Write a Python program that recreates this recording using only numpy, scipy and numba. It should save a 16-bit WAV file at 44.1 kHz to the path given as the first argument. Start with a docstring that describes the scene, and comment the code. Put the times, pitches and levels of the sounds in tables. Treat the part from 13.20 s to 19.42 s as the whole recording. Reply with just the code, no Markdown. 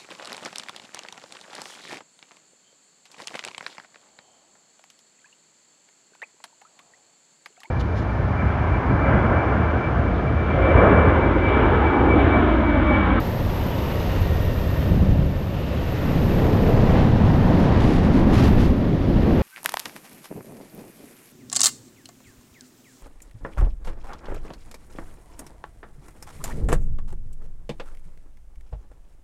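"""A rush of air over a low roar, with a thin whistle: wingsuit flight heard from a helmet camera.
Turbulence excites the resonances of the helmet's hollows and gaps, and a taut strap edge buzzes.
As the head turns, eddies strike the microphone in low surges and the flow tears into a ragged hiss.
The tiny microphone port rings high up while the flow grazes it smoothly."""
import sys
import numpy as np
from scipy import signal
from scipy.fft import rfft, irfft, next_fast_len
from scipy.io import wavfile
from scipy.ndimage import uniform_filter1d, minimum_filter1d
from numba import njit

SR = 44100
rng = np.random.default_rng(int(sys.argv[2]) if len(sys.argv) > 2 else 0)


def persist_wave(psi):
    """Save psi, clipped to +-1, as 16-bit WAV."""
    counts = np.round(np.clip(psi, -1, 1) * 32767).astype(np.int16)
    wavfile.write(sys.argv[1], SR, np.atleast_2d(counts).T)


N = 274302

# airflow strength against cruising: time_s, level_db
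AIRFLOW_CURVE = [(0, .5), (.18, -1.5), (.45, 0.1), (.98, 0.6), (1.3, -2.5), (1.62, -1.5), (2.1, -6.5),
                 (2.8, -0.5), (3.68, 1.4), (3.81, 3.8), (3.91, 0), (4.55, 2), (4.92, -1.1), (5.35, 0),
                 (5.55, -4), (5.85, -2.5), (6.22, .5)]
# smoothness of the flow across the port: time_s, level_db
GRAZING_CURVE = [(0, 1), (1.62, 1), (1.9, -10), (2.1, -6), (2.55, -6), (2.95, -1), (3.47, -1), (3.97, -11),
                 (4.25, -6), (4.78, -23), (5.27, -1), (5.72, -16), (6.15, -5)]
# upper edge of the churning, higher for smaller whirls: time_s, cutoff_hz
CHURN_CUTOFF = [(0, 815), (1.5, 510), (2.7, 624), (3.6, 606), (3.8, 805), (5.2, 945), (5.7, 563),
                (6.22, 605)]

# spectra of turbulent pressure: frequency_hz, relative_db
EDDY_SPECTRUM = [(30, 4), (70, -18), (100, -2), (135, -0.5), (200, -2), (300, -5), (500, -8.5), (2000, -13)]
CHURN_SPECTRUM = [(120, -29), (260, 3.5), (400, 0.5), (560, -4), (800, -3.5), (1200, -8.5), (2000, -5.5),
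                  (5000, -30)]
RUSH_SPECTRUM = [(300, 1), (700, -5), (1100, 4.5), (1450, 0), (1850, -1.5), (2300, -4), (2800, -5.5),
                 (3600, -8.5), (4800, -15), (6500, -24.5), (9000, -39), (16000, -60)]
HISS_SPECTRUM = [(2000, -14), (3500, -1), (5000, 0), (6500, -4), (8000, -10), (9000, -13), (10200, -10),
                 (11500, -9), (12300, -14), (13200, -27), (16000, -55)]
THUD_SPECTRUM = [(10, -12), (22, -5), (35, -3), (52, 0), (68, -1), (90, -8), (130, -20), (220, -45)]
RIP_SPECTRUM = [(600, -2), (1500, 5), (2800, 4), (4400, 1), (6000, -4), (7500, -10), (9000, -16),
                (10200, -12), (11600, -10), (12500, -18), (13500, -29), (16000, -60)]
# spectra of the port's ring and its parts: frequency_hz, relative_db
RING_SPECTRUM = [(9000, -32), (10800, -17), (11350, -12), (11700, -3), (12000, 0), (12400, -4),
                 (12800, -12), (13500, -30), (16000, -60)]
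SIZZLE_SPECTRUM = [(10000, -40), (11500, -14), (12400, 0), (12800, 0), (13300, -3), (14200, -8),
                   (15600, -14)]
CORE_SPECTRUM = [(10500, -45), (11400, -22), (11750, -3), (12350, 0), (12800, -7), (13400, -25),
                 (16000, -60)]
SIDE_ON_SPECTRUM = [(8500, -22), (10000, -6), (11300, 0), (12300, -4), (13200, -22), (16000, -60)]
# resonances of the helmet's hollows: pitch_hz, width_hz, relative_db
HOLLOW_MODES = [(928, 100, -9.5), (1870, 260, -10.5), (2690, 620, -12)]
# overtones of the strap: harmonic_number, relative_db
STRAP_HARMONICS = [(2, -1), (3, -7), (4, 0), (5, -11), (6, -4.5), (7, -11), (8, -9)]

# whistling gaps: start_s, length_s, level_db, pitch_hz, glide_hz_per_s
GAP_WHISTLES = [(0, 1.0, -47, 935, -2), (.5, .45, -51.5, 2980, -450), (.88, 0.79, -52.5, 1865, -40),
                (.8, 0.49, -64, 6250, -480), (3, 0.27, -69, 6200, 650)]
# passing events in the flow: start_s, length_s, level_db
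EDDY_THUMPS = [(.2, 0.12, -25), (.9, 0.6, -25), (1.73, 0.28, -20.5), (3.62, 0.13, -27), (4.52, 0.14, -19.5),
               (4.8, .38, -29), (5.28, 0.21, -17.5), (6.02, 0.15, -26)]
STRAP_BUZZES = [(.94, 0.7, -50.5), (1.85, .55, -57)]
WAKE_DRONES = [(.95, 0.34, -23.5), (1.5, 0.59, -24), (3.1, 0.32, -25), (3.8, 0.42, -23.5),
               (4.56, 0.1, -19.5), (5.15, .15, -20.5), (5.95, 0.22, -24)]
EDDY_SURGES = [(1.71, 0.29, -20), (2.88, 0.61, -20.3), (3.52, 1.0, -16.5), (4.66, 0.75, -17),
               (4.95, 0.17, -20.5), (5.48, 0.27, -21), (5.89, 0.29, -18.5)]
WHIRL_PACKS = [(3.2, 0.55, -27), (4.28, 0.31, -29), (5.0, .22, -35), (6.06, .16, -28.5)]
FLOW_TEARS = [(4.40, .035, -51), (4.61, 0.17, -48.5), (4.84, .03, -52), (4.94, 0.047, -50.5),
              (5.145, 0.057, -42), (5.24, 0.03, -43.5), (5.40, .012, -45.5), (5.435, 0.029, -50.5)]

TURN_START_S, TURN_LENGTH_S = 3.08, 1.16
TIME_S = np.arange(N) / SR


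def undb(db):
    """Decibels to amplitude ratio."""
    return 10 ** (np.asarray(db) / 20)


def curve(table):
    """Linear interpolation of a table in time."""
    return np.interp(TIME_S, *np.transpose(table))


def unit(x):
    """Normalisation to rms 1."""
    return x / np.std(x)


def noise(spectrum):
    """Spectral shaping of white noise, rolling off beyond the table's ends; rms 1."""
    hz, db = np.transpose(spectrum)
    size = next_fast_len(N)
    f = np.maximum(np.arange(size // 2 + 1) * SR / size, 1)
    ends = np.minimum(f / hz[0], 1) * np.minimum(hz[-1] / f, 1) ** 2
    gain = undb(np.interp(np.log(f), np.log(hz), db)) * ends
    white = rfft(rng.standard_normal(size))
    return unit(irfft(white * gain, size)[:N])


def walk(rate_hz):
    """Random modulation: steps at rate_hz, smoothed twice; spread 1."""
    k = max(int(SR / rate_hz), 2)
    steps = np.repeat(rng.standard_normal(N // k + 1), k)
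    return unit(uniform_filter1d(uniform_filter1d(steps, k), k)[:N])


def sustained(x, span_s):
    """Stationary flow: power holds steady over span_s while the quick flutter stays."""
    return x / np.sqrt(uniform_filter1d(x ** 2, max(int(span_s * SR), 2)) + 1e-12)


def swells(events, attack_s, release_s):
    """Incoherent addition: gain of events that rise, hold and decay, summed in power."""
    power = 0
    for start, length, db in events:
        rise = np.maximum(start - TIME_S, 0) / attack_s
        decay = np.maximum(TIME_S - start - length, 0) / release_s
        power = power + undb(db) ** 2 * np.exp(-2 * (rise + decay))
    return np.sqrt(power)


def turn(lag_s=0):
    """Incidence of the stream on the head, felt lag_s later: 0 facing down, 1 side-on."""
    return np.clip((TIME_S - lag_s - TURN_START_S) / TURN_LENGTH_S, 0, 1)


@njit
def svf(x, hz, damping):
    """A damped oscillator with moving tuning (state-variable filter); returns low-pass, band-pass."""
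    low, band = np.empty(len(x)), np.empty(len(x))
    band_state, low_state = 0., 0.
    for i in range(len(x)):
        g = np.tan(np.pi * hz[i] / SR)
        v = (band_state + g * (x[i] - low_state)) / (1 + g * (g + damping))
        low[i], band[i] = low_state + g * v, damping * v
        band_state, low_state = 2 * v - band_state, 2 * low[i] - low_state
    return low, band


def resonance(hz, width_hz):
    """Forced resonance: turbulence drives a mode whose pitch drifts slightly; rms 1."""
    centre_hz = hz * (1 + 0.012 * walk(6.03))
    damping = float(width_hz / np.mean(hz))
    ring = svf(rng.standard_normal(N), centre_hz, damping)[1]
    return unit(svf(ring, centre_hz, 4 * damping)[1])


def wake_drone(flow_db, surge_db):
    """Vortex shedding: the wake behind the helmet drones, growing with the turbulence."""
    drones = swells(WAKE_DRONES, attack_s=0.032, release_s=0.077)
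    gain = np.hypot(undb(-26 + 0.21 * surge_db + 0.33 * flow_db), drones)
    return sustained(resonance(80.7, width_hz=32.6), span_s=0.15) * gain


def eddy_buffet(gain):
    """Convected eddies: their roar falls off above the rate at which they pass, faster side-on."""
    rise_octaves = 0.59 * turn(lag_s=0.5) ** 2
    passing_hz = 178.5 * 2 ** rise_octaves
    roar = svf(noise(EDDY_SPECTRUM), passing_hz, damping=0.67)[0]
    return sustained(roar, span_s=0.082) * gain


def churning(flow_db, surge_db, whirls):
    """Eddy size sets frequency: smaller whirls churn above the roar."""
    gain = np.hypot(undb(-31 + 0.41 * surge_db + 0.88 * flow_db), whirls)
    churn = svf(noise(CHURN_SPECTRUM), curve(CHURN_CUTOFF), damping=0.97)[0]
    return sustained(churn, span_s=0.1) * gain


def helmet_rush(pressure, flow_db, torn):
    """Broadband excitation: rushing air pulses with each eddy and rings the hollows; tears flare it."""
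    gain = np.hypot(undb(-38.5 + flow_db), torn * undb(7))
    rush = noise(RUSH_SPECTRUM) * undb(1 + 1.6 * pressure + 0.5 * walk(60))
    hollows = sum(resonance(hz, width) * undb(db + 2.1 * walk(3.8)) for hz, width, db in HOLLOW_MODES)
    return (rush + hollows * undb(0.8 - 3.1 * turn())) * gain


def cavity_hoot(flow_db):
    """Cavity resonance: the air in the helmet's big hollow hoots steadily."""
    return resonance(539, width_hz=113) * undb(-35.5 + 0.29 * flow_db + 1.03 * walk(3.7))


def port_hiss(pressure, flow_db, graze_db):
    """Fine-scale turbulence hisses at the microphone port, which is sheltered side-on."""
    level_db = -52 + 0.66 * flow_db + 0.26 * graze_db - 4.2 * turn()
    return noise(HISS_SPECTRUM) * undb(level_db + 0.42 * pressure + 0.42 * walk(110))


def port_ring(pressure, graze_db):
    """Grazing flow excites the port's resonance, broader and lower side-on."""
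    side_on = turn()
    ring = noise(RING_SPECTRUM) * undb(-57.5 + graze_db - 3.6 * side_on)
    sizzle = noise(SIZZLE_SPECTRUM) * undb(-56 + 0.93 * graze_db - 13 * side_on)
    core = noise(CORE_SPECTRUM) * undb(-55 + 1.16 * graze_db - 2.5 * side_on)
    broad = noise(SIDE_ON_SPECTRUM) * side_on ** 2 * undb(-63.5 + 0.44 * graze_db)
    flutter_db = 1.2 * pressure * walk(160) + walk(50)  # strong eddies interrupt the grazing flow
    return (ring + sizzle + core + broad) * undb(flutter_db)


def gap_whistles():
    """Narrow resonances: gaps in the helmet whistle thinly, gliding in pitch."""
    out = 0
    for start, length, db, pitch_hz, glide in GAP_WHISTLES:
        hz = pitch_hz + glide * np.clip(TIME_S - start, 0, length)
        whistle = resonance(hz, width_hz=0.033 * pitch_hz)
        out = out + whistle * swells([(start, length, db)], attack_s=0.11, release_s=0.11)
    return out


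def eddy_thuds(surge_db):
    """Large-scale turbulence: the biggest eddies give the slowest pressure swings, heard as thuds."""
    thumps = swells(EDDY_THUMPS, attack_s=0.031, release_s=0.04)
    gain = np.hypot(undb(-33 + 0.55 * surge_db), thumps)
    return sustained(noise(THUD_SPECTRUM), span_s=0.145) * gain


def strap_buzz():
    """Aeroelastic flutter: a taut strap edge buzzes like a reed, its pitch shaken by turbulence."""
    pitch_hz = 479 - 13.5 * TIME_S  # sags as the strap slackens
    phase = 2 * np.pi * np.cumsum(pitch_hz * (1 + 0.007 * walk(110))) / SR
    buzz = np.sqrt(2) * sum(undb(db) * np.sin(k * phase) for k, db in STRAP_HARMONICS)
    return buzz * swells(STRAP_BUZZES, attack_s=0.35, release_s=0.12) * undb(2 * walk(44.6))


def whirl_howl(whirls):
    """A broad resonance: packs of whirls sweeping round the helmet howl hollowly, less so side-on."""
    return resonance(463, width_hz=176) * whirls * undb(-1.5 - 3.1 * turn(lag_s=0.45))


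def tearing_flow(pressure, torn):
    """Flow separation: air tears off the housing in ragged spurts of hiss."""
    return noise(RIP_SPECTRUM) * torn * undb(5 + 1.7 * pressure + 1.3 * walk(320))


def scene():
    """Superposition and amplitude modulation: the low roar's pressure pulses the rush and the hiss."""
    flow_db, graze_db = curve(AIRFLOW_CURVE), curve(GRAZING_CURVE)
    whirls = swells(WHIRL_PACKS, attack_s=0.11, release_s=0.11)
    torn = swells(FLOW_TEARS, attack_s=0.026, release_s=0.038)
    calm_gain = undb(-28)
    buffet_gain = np.hypot(calm_gain, swells(EDDY_SURGES, attack_s=0.038, release_s=0.1))
    surge_db = 20 * np.log10(buffet_gain / calm_gain)

    roar = wake_drone(flow_db, surge_db) + eddy_thuds(surge_db) + eddy_buffet(buffet_gain)
    roar += churning(flow_db, surge_db, whirls) + whirl_howl(whirls)
    pressure = 1.2 * np.tanh(roar / undb(-16))
    helmet = helmet_rush(pressure, flow_db, torn) + cavity_hoot(flow_db)
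    edges = strap_buzz() + gap_whistles()
    port = port_hiss(pressure, flow_db, graze_db) + port_ring(pressure, graze_db)
    return (roar + helmet + edges + port + tearing_flow(pressure, torn))[None]


def record(dry):
    """Peak limiting holds down the biggest pressure swings; a steep low-pass cuts the top."""
    ceiling_db, top_hz = -5, 15600
    hold = int(0.012 * SR)
    gain = np.minimum(undb(ceiling_db) / (np.abs(dry) + 1e-9), 1)
    gain = uniform_filter1d(minimum_filter1d(gain, hold), hold)
    low_pass = signal.ellip(12, 0.1, 80, top_hz, fs=SR, output="sos")
    return signal.sosfilt(low_pass, dry * gain)


dry = scene()
out = record(dry)
persist_wave(out)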